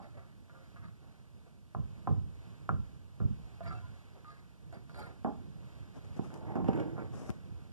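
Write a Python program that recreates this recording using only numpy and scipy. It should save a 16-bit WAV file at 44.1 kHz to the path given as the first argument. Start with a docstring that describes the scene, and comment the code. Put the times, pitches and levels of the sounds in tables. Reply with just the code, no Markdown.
"""A steel trowel scrapes sandy mortar, a few metres from a camera's stereo microphone on an open rooftop.
Grains catch and slip under the blade and set it ringing. The mason taps a brick home four times, and the
low brick vault booms between the walls. He scrapes again, then knocks, drags and settles a loose brick.
A low outdoor rumble lies under it all; late on, right at the microphone, a sleeve rustles as a hand
shifts on the camera."""
import sys
import numpy as np
from scipy import signal
from scipy.fft import rfft, irfft, next_fast_len
from scipy.io import wavfile

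SR = 44100
rng = np.random.default_rng(int(sys.argv[2]) if len(sys.argv) > 2 else 0)


def transcribe(signal):
    """Save signal, clipped to [-1, 1], as a 16-bit WAV file at the path in sys.argv[1]."""
    frames = np.atleast_2d(signal).T
    limited = np.clip(frames, -1, 1)
    pcm = np.round(limited * 32767).astype(np.int16)
    wavfile.write(sys.argv[1], SR, pcm)


N = 340716
TIME = np.arange(N) / SR
FFT_SIZE = next_fast_len(N, True)
FFT_HZ = np.fft.rfftfreq(FFT_SIZE, 1 / SR)
PORT_LAG_S = .000483  # a sound from one side reaches the far microphone port this much later


def amp(db):
    """Decibels to gain."""
    return 10 ** (np.asarray(db) / 20)


def unit(x):
    """Scales to an rms of 1."""
    return x / np.sqrt(np.mean(x ** 2) + 1e-20)


def read(points, hz):
    """Reads a spectrum on a log-frequency axis."""
    f, value = np.transpose(points)
    return np.interp(np.log(hz + 1), np.log(f + 1), value)


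def curve(points):
    """Joins (time, value) points by straight lines."""
    return np.interp(TIME, *np.transpose(points))


def add(mix, s, sound):
    """Mixes a sound in at time s."""
    part = mix[max(round(s * SR), 0):][:len(sound)]
    part += sound[:len(part)]


def colour(x, spectrum):
    """Filters by a spectrum."""
    return irfft(rfft(x, FFT_SIZE) * amp(read(spectrum, FFT_HZ)), FFT_SIZE)[:N]


def noise(spectrum):
    """Steady noise of the given colour."""
    return unit(colour(rng.standard_normal(N), spectrum))


def waver(hz):
    """A smooth random wander of rms 1, up to the given rate."""
    return unit(irfft(rfft(rng.standard_normal(FFT_SIZE)) / (1 + (FFT_HZ / hz) ** 4), FFT_SIZE)[:N])


def resonate(x, hz, width_hz):
    """A steep resonance at hz, which may be a curve in time."""
    turn = np.exp(2j * np.pi * np.cumsum(hz * np.ones(N)) / SR)
    pole = np.exp(-np.pi * width_hz / SR)
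    return (turn * signal.lfilter([(1 - pole) ** 2], [1, -2 * pole, pole ** 2], x / turn)).real


def mode(t, hz, db, t60):
    """One struck mode: a sine that falls 60 dB in t60 seconds."""
    return amp(db - 60 * t / t60) * np.sin(2 * np.pi * hz * t)


def favour(hz, pitch_hz, octaves):
    """The place of a blow favours the modes near one pitch."""
    return 1 / (1 + (np.log2(hz / pitch_hz) / octaves) ** 4)


def push(pitch_hz, centre_s):
    """One swing of air, out and back, as a body takes a blow."""
    u = 2 * np.pi * pitch_hz * (np.arange(SR) / SR - centre_s)
    return -u * np.exp((1 - u ** 2) / 2)


def slips(per_s, spread_db, judder_db, judder_hz):
    """Friction: grains catch and break loose, in clumps as the hand judders."""
    size = amp(spread_db * np.minimum(rng.exponential(1, N), 4)) * rng.choice([-1, 1], N)
    slipping = rng.random(N) < per_s / SR
    return unit(size * slipping * amp(judder_db * waver(judder_hz)))


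def slides(rows, start_db, end_db, contact_s=.008):
    """Each slide takes hold, swells, fades and lets go; one gain curve for each level column."""
    out = np.zeros((len(rows[0]) - 3, N))
    for s, swell, fade, *levels_db in rows:
        end = s + swell + fade
        contact = np.interp(TIME, [s - contact_s, s, end, end + contact_s], [0, 1, 1, 0])
        pressure = amp(np.interp(TIME, [s, s + swell, end], [start_db, 0, end_db]))
        out += amp(levels_db)[:, None] * contact * pressure
    return out


def echo(x, echoes):
    """Sums delayed copies."""
    out = np.zeros(len(x))
    for delay, db in echoes:
        add(out, delay, amp(db) * x)
    return out


# how long sound lingers on the rooftop: freq_hz, t60_s
ROOF_DECAY = [(80, 1), (210, 0.56), (560, 0.25), (1470, 0.32), (8000, 0.17)]


def tail(x, rise_s=0.0036):
    """Scatter from walls and slab: sparse reflections, the bass dying last."""
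    reflections = rng.choice([-1., 1.], SR) * (rng.random(SR) < 3000 / SR)
    hz, t, bands = signal.stft(reflections, SR, nperseg=256)
    decay = amp(-60 * t / read(ROOF_DECAY, hz)[:, None])
    ring = signal.istft(bands * decay, SR, nperseg=256)[1][:SR]
    ring *= 1 - np.exp(-(np.arange(SR) / SR / rise_s) ** 2)
    return signal.fftconvolve(x, ring / np.linalg.norm(ring))[:len(x)]


# rise and fall of the rumble and the air around the roof: time_s, relative_db
RUMBLE_LEVEL = [(0.0, -68), (1.63, -70), (1.93, -65.5), (3.74, -65.5), (4.56, -68), (5.03, -61),
                (6.22, -62.5), (6.78, -58), (6.95, -60), (7.73, -61)]
AIR_LEVEL = [(0, -60.5), (1.0, -62), (1.6, -64.5), (2.3, -59.5), (3.9, -60), (4.6, -61.5), (5.6, -58.5),
             (7.7, -60)]
# their colours: freq_hz, gain_db
RUMBLE_COLOUR = [(20, -32), (40, -14), (60, 0), (100, 1), (160, -3), (250, -14), (500, -26), (1500, -50),
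                 (8000, -100)]
AIR_COLOUR = [(100, 6), (300, -4), (450, -5.5), (700, -8.5), (1200, -11), (2000, -13.5), (3000, -17),
              (5000, -23), (8000, -29.5), (14000, -38.5)]


def outdoors(rumble_db=13, lumps_db=3.5, flutter_db=1.5):
    """The rooftop ambience: a lumpy low rumble and the soft wash of the open air."""
    rumble = amp(curve(RUMBLE_LEVEL) + rumble_db + lumps_db * np.tanh(waver(5.6))) * noise(RUMBLE_COLOUR)
    air = amp(curve(AIR_LEVEL) + flutter_db * waver(2.7)) * noise(AIR_COLOUR)
    return rumble + air


# a sleeve brushes past, close to the microphone: start_s, swell_s, fade_s, rub_db, hiss_db
SLEEVE_BRUSHES = [(5.945, 0.026, 0.02, -42.5, -70), (6.043, 0.0044, 0.012, -45, -69),
                  (6.165, 0.0021, 0.024, -41, -65.5), (6.225, 0.019, 0.074, -43.5, -67.5),
                  (6.335, 0.013, 0.064, -49, -69), (7.124, 0.016, 0.12, -43, -67),
                  (7.155, 0.039, 0.18, -48.5, -68), (7.262, 0.034, 0.019, -53, -64.5)]
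# colours of the cloth: freq_hz, gain_db
SLEEVE_RUB = [(40, -16), (120, -0.5), (260, -2.5), (450, -8), (900, -18), (1200, -20.5), (2000, -28.5),
              (4000, -43), (9000, -99)]
SLEEVE_HISS = [(2000, -35), (4000, -10), (5300, 8), (6400, 6.5), (7500, 4), (8500, 1), (10500, -1.5),
               (11500, -7), (14000, -12)]


def sleeve(rub_db=-1, far_db=-4, far_hiss_db=-6):
    """Cloth rustles on the left: its dull rub reaches the right port late, its hiss differs at each."""
    rub_gain, hiss_gain = slides(SLEEVE_BRUSHES, start_db=-8, end_db=-11)
    fibres = [slips(per_s=6300, spread_db=-0.5, judder_db=0.5, judder_hz=70) for _ in range(2)]
    rub = amp(rub_db) * rub_gain * unit(colour(fibres[0], SLEEVE_RUB))
    left_hiss, right_hiss = (hiss_gain * unit(colour(f, SLEEVE_HISS)) for f in fibres)
    return np.array([rub + left_hiss, echo(rub, [(PORT_LAG_S, far_db)]) + amp(far_hiss_db) * right_hiss])


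# the hand meets the camera body: time_s, thump_db, thump_hz, dull_tick_db, crisp_tick_db
NUDGES = [(6.341, -44, 150, -49, -47), (6.374, -52, 150, -56, -57), (7.294, -27, 170, -33, -52),
          (7.303, -27, 110, -38, -56)]
# colours of the ticks: freq_hz, gain_db
DULL_TICK = [(100, 1), (350, 6.5), (800, -9), (1800, -8.5), (3500, -34.5), (8000, -64)]
CRISP_TICK = [(1000, 8), (4000, -7), (7000, 0), (10000, -6.5), (14000, -18)]


def nudges(tick_t60_s=0.022):
    """The hand nudges the camera: a soft thump with a small tick, nearest the left port."""
    thumps, dull, crisp = np.zeros((3, N))
    t = np.arange(SR // 10) / SR
    for s, thump_db, thump_hz, dull_db, crisp_db in NUDGES:
        add(thumps, s - .01, amp(thump_db) * push(thump_hz, centre_s=.012))
        add(dull, s, amp(dull_db - 60 * t / tick_t60_s))
        add(crisp, s, amp(crisp_db - 60 * t / tick_t60_s))
    body = thumps + dull * noise(DULL_TICK)
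    tick = crisp * noise(CRISP_TICK)
    right = echo(amp(-5) * body + amp(-16) * tick, [(PORT_LAG_S, 0)])
    return np.array([body + tick, right])


# the trowel bears down on the vault: start_s, swell_s, fade_s, level_db
LEANS = [(0, 0.025, 0.31, -46), (.78, 0.037, 0.14, -42.5), (3.62, 0.037, 0.31, -38)]
# colour of the vault's rumble: freq_hz, gain_db
VAULT_COLOUR = [(30, -22), (75, -2), (103, 1), (130, -3.5), (170, -7.5), (400, -39.5), (4000, -94)]


def vault_rumble(level_db=-1):
    """Under a heavy stroke the whole vault gives a low rumble."""
    weight, = slides(LEANS, start_db=-7, end_db=-12)
    return amp(level_db) * weight * noise(VAULT_COLOUR)


# grit snaps at the work: start_s, relative_db
SNAPS = [(4.725, -46), (4.896, -50), (6.756, -43)]


def grit_snaps(t60_s=0.055):
    """Single grains crack with a tiny bright tick."""
    out, t = np.zeros(N), np.arange(SR // 10) / SR
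    for s, db in SNAPS:
        add(out, s, amp(db - 60 * t / t60_s) * rng.standard_normal(len(t)))
    return colour(out, [(1000, -22), (4000, -26), (7000, -16), (14000, -29)])


# the loose brick is shoved along: start_s, swell_s, fade_s, grind_db, rasp_db, ring_db
SHOVES = [(6.305, 0.015, 0.26, -48, -52.5, -57.5), (6.41, 0.18, 0.15, -54, -59, -60),
          (6.455, 0.05, 0.21, -65, -45.5, -52), (6.655, 0.043, 0.14, -36, -42.5, -46.5),
          (6.755, 0.025, 0.22, -31, -47, -54), (6.975, 0.036, 0.12, -52, -46, -59),
          (7.2, 0.088, 0.087, -69, -49, -72)]


def shoves():
    """Gain curves of the sliding brick's low grind, rasp and hollow ring."""
    return slides(SHOVES, start_db=-9, end_db=-18)


# coarse grains burst under the dragged brick: start_s, level_db
GRAIN_BURSTS = [(6.555, -51), (6.645, -56), (6.662, -58), (6.677, -55), (6.684, -48), (6.732, -49),
                (6.761, -57), (6.773, -51), (6.797, -49)]
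# colour of their splinters: freq_hz, gain_db
SPLINTER_COLOUR = [(700, -6), (1500, 7), (2000, -4), (2450, 0), (3050, -4), (3800, -16), (5400, -17),
                   (14000, -36)]


def sand_crunch(level_db=-22, burst_t60_s=.065, wet_db=-6):
    """The dragged brick crushes sand in clumps; the coarsest grains burst into a spray of splinters."""
    grind, rasp, _ = shoves()
    grains = slips(per_s=650, spread_db=2, judder_db=4.5, judder_hz=35)
    spectrum = [(700, -27), (1500, 27), (2900, 2.5), (4000, -31), (5400, -15), (7000, -25), (14000, -29)]
    out = amp(level_db) * np.sqrt(grind * rasp) * unit(colour(grains, spectrum))
    bursts, t = np.zeros(N), np.arange(SR // 10) / SR
    for s, db in GRAIN_BURSTS:
        add(bursts, s, amp(db - 60 * t / burst_t60_s))
    splinters = slips(per_s=2000, spread_db=2, judder_db=1, judder_hz=50)
    out += bursts * unit(colour(splinters, SPLINTER_COLOUR))
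    return out + amp(wet_db) * tail(out)


# colours of brick sliding on brick: freq_hz, gain_db
GRIND_COLOUR = [(60, -29), (150, 15.5), (210, -3.5), (260, -24), (315, 16), (390, -7), (490, -4.5),
                (650, -12), (1200, -64), (8000, -90)]
RASP_COLOUR = [(350, 2), (560, 2.5), (680, -1), (780, -3), (900, -24), (1080, -5), (1400, -10), (1700, -14),
               (2100, -12), (2700, -29), (3600, -37), (6000, -40), (14000, -51)]


def brick_drag(grind_db=-2, rasp_db=-1, ring_hz=850, ring_width_hz=260, wet_db=-9):
    """Brick grinds over brick on a bed of coarse sand, and rings hollow as it goes."""
    grind, rasp, ring = shoves()
    grains = slips(per_s=1800, spread_db=1.5, judder_db=2, judder_hz=50)
    out = amp(grind_db) * grind * unit(colour(grains, GRIND_COLOUR))
    out += amp(rasp_db) * rasp * unit(colour(grains, RASP_COLOUR))
    out += ring * unit(resonate(grains, ring_hz, ring_width_hz))
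    return out + amp(wet_db) * tail(out)


# modes of a struck brick: pitch_hz, relative_db, t60_s
BRICK_MODES = [(437, 8.5, 0.028), (703, -2, 0.017), (808.5, 15, 0.014), (1006, 5.5, 0.023),
               (1150, 18.5, 0.0082), (1264, 12.5, 0.011), (1357, 6, 0.048), (1870, -9, 0.019),
               (2572, -40, 0.024)]
# first reflections off the masonry beside it: delay_s, relative_db
NEAR_ECHOES = [(0, 15.5), (.0017, 8), (.0036, -2.5), (.0093, -2.5), (.0125, -26)]


def clack(pitch_hz, octaves, contact_s=0.001, top_hz=2300):
    """A struck brick rings in the modes near one pitch; the soft contact rounds off the top."""
    t = np.arange(SR // 5) / SR
    ring = sum(favour(hz, pitch_hz, octaves) * mode(t, hz, db, t60) for hz, db, t60 in BRICK_MODES)
    ring *= 1 - np.exp(-t / contact_s)
    ring = np.pad(ring, (0, SR - len(t))) + 1e-18
    ring = signal.sosfilt(signal.butter(N=3, Wn=top_hz, fs=SR, output="sos"), ring)
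    ring = echo(ring, NEAR_ECHOES)
    return ring / abs(ring).max()


# knocks of loose brick and blade: start_s, knock_db, pitch_hz, thud_db, thud_hz, tail_db
KNOCKS = [(.001, -43.5, 720, -52.5, 144, 3), (4.767, -65, 600, -40, 139, -11),
          (5.2467, -23.5, 756, -26, 245, -0.5), (6.1913, -34, 780, -23, 186, -9.5),
          (6.409, -49, 766, -54, 250, -3), (6.428, -46, 880, -42, 249, 1),
          (6.5552, -28.5, 796, -25, 206, 0.5), (6.582, -38.5, 504, -24.5, 152, -2),
          (6.644, -33.5, 750, -44, 252, -35), (6.686, -20.5, 494, -15.5, 227, -13),
          (6.773, -54, 520, -25, 287, -1), (6.967, -44, 1200, -52, 304, -5),
          (6.979, -34.5, 890, -36.5, 316, -6), (6.989, -39.5, 1380, -35, 330, -21)]
# modes of the masonry underneath: pitch_hz, relative_db, t60_s
SLAB_MODES = [(205, -13, .18), (232, -10, .24), (312, -23, .3), (784, -14, .19), (961, -23, .15)]


def brick_knocks():
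    """A loose brick bumps and settles: a clack on a short thud, and the masonry under it hums briefly."""
    out, t = np.zeros(N), np.arange(SR) / SR
    slab = sum(mode(t, hz, db, t60) for hz, db, t60 in SLAB_MODES)
    for s, knock_db, pitch_hz, thud_db, thud_hz, tail_db in KNOCKS:
        blow = amp(knock_db) * clack(pitch_hz, octaves=0.4, contact_s=0.0018)
        blow += amp(thud_db) * push(thud_hz, centre_s=0.00471)
        add(out, s, blow + amp(tail_db) * tail(blow) - amp(knock_db) * slab)
    return out


# the blade's edge digs in: start_s, swell_s, fade_s, scratch_db, crackle_db
BITES = [(3.636, .005, .012, -80, -71), (3.677, .006, .016, -59, -79), (4.742, .003, .02, -68, -74),
         (4.945, .045, .025, -66, -67), (4.993, .004, .025, -63, -74), (5.045, .018, .014, -74, -68)]
# shrill modes of the steel: pitch_hz, width_hz, relative_db
SHRILL_MODES = [(3370, 540, -1), (4790, 340, 12.5), (5380, 500, 2)]
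# colour of the finest grains: freq_hz, gain_db
CRACKLE_COLOUR = [(5000, -26), (8500, 7), (9600, 4), (11000, 2), (13000, -9), (14000, -1)]


def blade_bites(wet_db=-10):
    """Where the edge bites the sand, the steel gives a shrill scratch and the finest grains crackle."""
    scratch, crackle = slides(BITES, start_db=-9, end_db=-10)
    grains = slips(per_s=3000, spread_db=2, judder_db=2, judder_hz=90)
    fine = slips(per_s=550, spread_db=2.5, judder_db=2, judder_hz=80)
    steel = sum(amp(db) * unit(resonate(grains, hz, width)) for hz, width, db in SHRILL_MODES)
    out = scratch * unit(steel) + crackle * unit(colour(fine, CRACKLE_COLOUR))
    return out + amp(wet_db) * tail(out)


# squeaks of the steel: start_s, length_s, from_hz, to_hz, level_db
SQUEAKS = [(.035, .05, 610, 590, -56), (.14, .045, 605, 580, -58), (.55, .045, 1220, 1195, -63.5),
           (.762, .03, 1225, 1250, -59), (.832, .04, 1255, 1230, -58), (3.655, .05, 1390, 1355, -49),
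           (3.645, .05, 665, 695, -54), (3.7, .05, 1350, 1318, -46), (3.7, .048, 1195, 1210, -52),
           (3.705, .105, 750, 705, -52.5), (3.678, .04, 2130, 2065, -64), (3.74, .065, 2695, 2670, -63),
           (3.79, .13, 1408, 1416, -63), (3.805, .07, 1000, 1012, -62), (4.24, .05, 1235, 1205, -54),
           (4.272, .045, 1215, 1255, -53.5), (4.948, .048, 572, 588, -54), (4.958, .052, 1402, 1388, -57),
           (4.965, .055, 740, 712, -53), (4.98, .042, 838, 862, -49), (4.99, .06, 1290, 1240, -56),
           (5.018, .038, 1396, 1412, -52)]


def blade_squeaks(wobble=0.006, flutter_db=1.5, wet_db=-12):
    """The blade sticks and slips on one mode, which bends with the pressure: a short, unsteady glide."""
    out = np.zeros(N)
    drift, flutter = wobble * waver(90), amp(flutter_db * waver(54))
    for s, length, from_hz, to_hz, db in SQUEAKS:
        span = (TIME >= s) & (TIME < s + length)
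        pitch_hz = np.linspace(from_hz, to_hz, span.sum()) * (1 + drift[span])
        tone = np.sin(2 * np.pi * np.cumsum(pitch_hz) / SR)
        add(out, s, amp(db) * flutter[span] * tone * signal.windows.tukey(len(tone), .6))
    return out + amp(wet_db) * tail(out)


# the blade touches down or springs off: start_s, level_db, pitch_hz, ring_time_share
CLINKS = [(0.497, -47, 1300, 0.26), (0.548, -53.5, 1190, 0.7), (.761, -46.5, 1480, 0.14),
          (3.607, -37.5, 740, 0.6), (3.706, -45.5, 1900, 1), (3.765, -53, 1640, 0.8),
          (3.807, -76, 970, 0.7), (4.246, -43, 1600, 0.04), (4.727, -43.5, 800, 0.27),
          (4.896, -43.5, 1350, 0.14), (4.946, -42, 1200, 0.08), (5.078, -58, 450, 1),
          (6.304, -44.5, 1090, 0.08)]
# modes of the blade when it rings free: pitch_hz, relative_db, t60_s
FREE_BLADE_MODES = [(545, -20, .3), (680, 0, .09), (1008, -18, .3), (1212, -9, .2), (1412, -9, .45),
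                    (1630, -12, .16), (2090, -21, .2), (2680, -22, .3)]


def blade_clinks(octaves=0.7, wet_db=-7):
    """The edge of the blade meets brick and its modes ring, for longer the looser it is held."""
    out, t = np.zeros(N), np.arange(SR // 2) / SR
    for s, level_db, pitch_hz, ring_share in CLINKS:
        for hz, db, t60 in FREE_BLADE_MODES:
            add(out, s, favour(hz, pitch_hz, octaves) * mode(t, hz, level_db + db, ring_share * t60))
    return out + amp(wet_db) * tail(out)


def blade_singing(drive):
    """Once shaken, the blade's free modes ring on as thin tones."""
    return sum(amp(db) * resonate(drive, hz, 6 / t60) * np.sqrt(SR * t60 / 6)
               for hz, db, t60 in FREE_BLADE_MODES)


# trowel strokes, a few metres off: start_s, swell_s, fade_s, rub_db, ring_db, sand_db
STROKES = [(0, 0.037, 0.072, -59, -62.5, -68.5), (.145, 0.034, 0.15, -59.5, -60, -76),
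           (.495, 0.11, 0.085, -61.5, -69.5, -87), (.762, 0.0021, 0.079, -67, -58, -89),
           (.825, 0.017, 0.074, -62.5, -58, -69), (1.015, 0.013, 0.19, -62, -68.5, -76),
           (1.46, 0.0073, 0.047, -61.5, -72, -91), (3.63, 0.05, 0.011, -53.5, -49.5, -61.5),
           (3.695, 0.017, 0.11, -52, -55.5, -60), (4.145, 0.019, 0.042, -56, -67, -85),
           (4.25, 0.058, 0.15, -81, -61.5, -67), (4.722, 0.0056, 0.081, -51, -58.5, -71),
           (4.888, 0.011, 0.08, -62, -66.5, -63.5), (4.945, 0.058, 0.11, -49.5, -52, -60),
           (5.07, 0.019, 0.087, -56.5, -77, -94)]
# modes of the blade on the mortar: pitch_hz, width_hz, relative_db
PRESSED_BLADE_MODES = [(566, 18, 8.5), (705, 610, 11.5), (777, 110, 4), (980, 170, -11), (1217, 180, -5),
                       (1363, 105, -5), (1410, 220, -15), (1540, 160, -9.5), (1790, 58, -8.5),
                       (2020, 160, -7.5), (2280, 61, -10), (2760, 170, -21), (3300, 190, 0),
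                       (3790, 72, 2.5), (4710, 200, 2), (5460, 720, -0.5), (7140, 1100, -2),
                       (8600, 1500, -6)]
# how the hand's pressure bends them: time_s, pitch_factor
PRESSURE_BEND = [(0, 0.97), (.9, 0.93), (3.6, .995), (3.85, 1.005), (4.2, 0.93), (4.4, .908), (4.9, 1),
                 (5.2, 1)]
# colours of the dull rub and the sand's fizz: freq_hz, gain_db
RUB_COLOUR = [(150, -13), (330, 17.5), (450, 11.5), (580, 10.5), (700, -43), (850, -25), (960, 5),
              (1300, 3), (2000, -22), (8000, -82)]
SAND_COLOUR = [(1500, 18), (2500, -12), (3400, -24), (4200, 23), (4750, 4.5), (5800, -12), (7200, -26),
               (8600, -7), (10000, 1), (11500, -8), (14000, -15)]


def trowel_scrapes(rub_db=-5, low_db=-3, ring_db=-1, sing_db=-5, high_db=-6, sand_db=-2, wet_db=-8):
    """Sand slips under the steel and sets the blade ringing; pressure bends its lower modes."""
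    rub, ring, sand = slides(STROKES, start_db=-11, end_db=-17)
    pressure_bend = curve(PRESSURE_BEND)
    grains = slips(per_s=2400, spread_db=3.5, judder_db=2, judder_hz=60)

    def blade_band(low_hz, high_hz, bend):
        return unit(sum(amp(db) * unit(resonate(grains, hz * bend, width))
                        for hz, width, db in PRESSED_BLADE_MODES if low_hz < hz <= high_hz))

    low = blade_band(0, 920, pressure_bend)
    middle = blade_band(920, 2950, pressure_bend)
    high = blade_band(2950, SR, bend=1)
    out = rub * (amp(rub_db) * unit(colour(grains, RUB_COLOUR)) + amp(low_db) * low)
    out += amp(ring_db) * ring * middle + amp(sing_db) * blade_singing(grains * ring)
    big_grains = slips(per_s=700, spread_db=2.5, judder_db=5, judder_hz=58)
    out += sand * (amp(sand_db) * unit(colour(big_grains, SAND_COLOUR)) + amp(high_db) * high)
    return out + amp(wet_db) * tail(out)


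# four taps on the bedded brick, a few metres off:
# start_s, knock_db, pitch_hz, spread_octaves, thud_db, thud_hz, body_db, tail_db, rebound_db
TAPS = [(1.7485, -28.5, 937, 0.28, -23, 91, -41, -10.5, -22),
        (2.0728, -23.5, 923, 0.28, -16.5, 98.3, -29.5, -10.5, -1.5),
        (2.6913, -17.5, 1310, 0.85, -19, 99, -34, -14.5, -16),
        (3.202, -40.5, 1200, 0.78, -17, 101, -34.5, -3, -20)]
# the boom bounces between vault, slab and walls: delay_s, gain_db
BOOM_ECHOES = [(.002, -16.5), (0.0097, -13), (0.0198, -6.5), (0.0396, -10.5), (0.052, -3), (0.0607, -12.5),
               (0.1085, -10), (0.117, -15)]


def brick_taps(lead_s=0.017, rebound_s=.0039, boom_tail_db=-15, body_hz=290):
    """The trowel clacks and rebounds; the vault answers with a boom that swells as its echoes meet."""
    out = np.zeros(N)
    for s, knock_db, pitch_hz, octaves, thud_db, thud_hz, body_db, tail_db, rebound_db in TAPS:
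        knock = echo(amp(knock_db) * clack(pitch_hz, octaves), [(0, 0), (rebound_s, rebound_db)])
        body = amp(body_db) * push(body_hz, centre_s=0.00313)
        add(out, s, knock + body + amp(tail_db) * tail(knock) + tail(body))
        thud = amp(thud_db) * push(thud_hz, centre_s=lead_s)
        boom = echo(thud, BOOM_ECHOES) + amp(boom_tail_db) * tail(thud, rise_s=0.035)
        add(out, s - lead_s, boom)
    return out


# the left microphone port against the right: freq_hz, gain_db
LEFT_GAIN = [(60, -3.5), (250, -4), (670, -2), (1200, -1), (4000, -1), (12000, 0)]
# its phase against the right, on top of the delay: freq_hz, phase_rad
LEFT_PHASE = [(60, -0.077), (300, -0.12), (600, -0.024), (1100, -0.11), (1800, -0.084), (5000, 0.042)]


def scene(scatter_db=-25):
    """The work is off to the right: the left port hears it later and thinner in the bass."""
    rooftop = brick_taps() + brick_knocks() + trowel_scrapes() + blade_bites() + vault_rumble()
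    rooftop += blade_clinks() + blade_squeaks() + brick_drag() + sand_crunch() + grit_snaps() + outdoors()
    spectrum = rfft(rooftop, FFT_SIZE)
    tilt = amp(read(LEFT_GAIN, FFT_HZ) / 2)  # half to each port
    left_phase = read(LEFT_PHASE, FFT_HZ) - 2 * np.pi * FFT_HZ * PORT_LAG_S
    left = irfft(spectrum * tilt * np.exp(1j * left_phase), FFT_SIZE)[:N]
    right = irfft(spectrum / tilt, FFT_SIZE)[:N]
    scatter = amp(scatter_db) * np.array([tail(rooftop), tail(rooftop)])
    return np.array([left, right]) + scatter + sleeve() + nudges()


# self-noise of the microphone: freq_hz, gain_db
MIC_HISS = [(30, 24.5), (130, 23), (260, 20), (600, 4), (1200, -66), (3000, -0.5), (6000, -3),
            (10000, -4.5), (14000, -10)]


def record(dry, hiss_db=-68, low_cut_hz=44, high_cut_hz=14250):
    """The microphone: two ports of opposite polarity, each with its own hiss, then low and high cuts."""
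    ports = np.array([dry[0], -dry[1]]) + amp(hiss_db) * np.array([noise(MIC_HISS), noise(MIC_HISS)])
    low_cut = signal.butter(N=3, Wn=low_cut_hz, btype="high", fs=SR, output="sos")
    high_cut = signal.firwin(511, high_cut_hz, window=("kaiser", 9), fs=SR)
    return signal.oaconvolve(signal.sosfilt(low_cut, ports), high_cut[None], "same")


dry = scene()
out = record(dry)
transcribe(out)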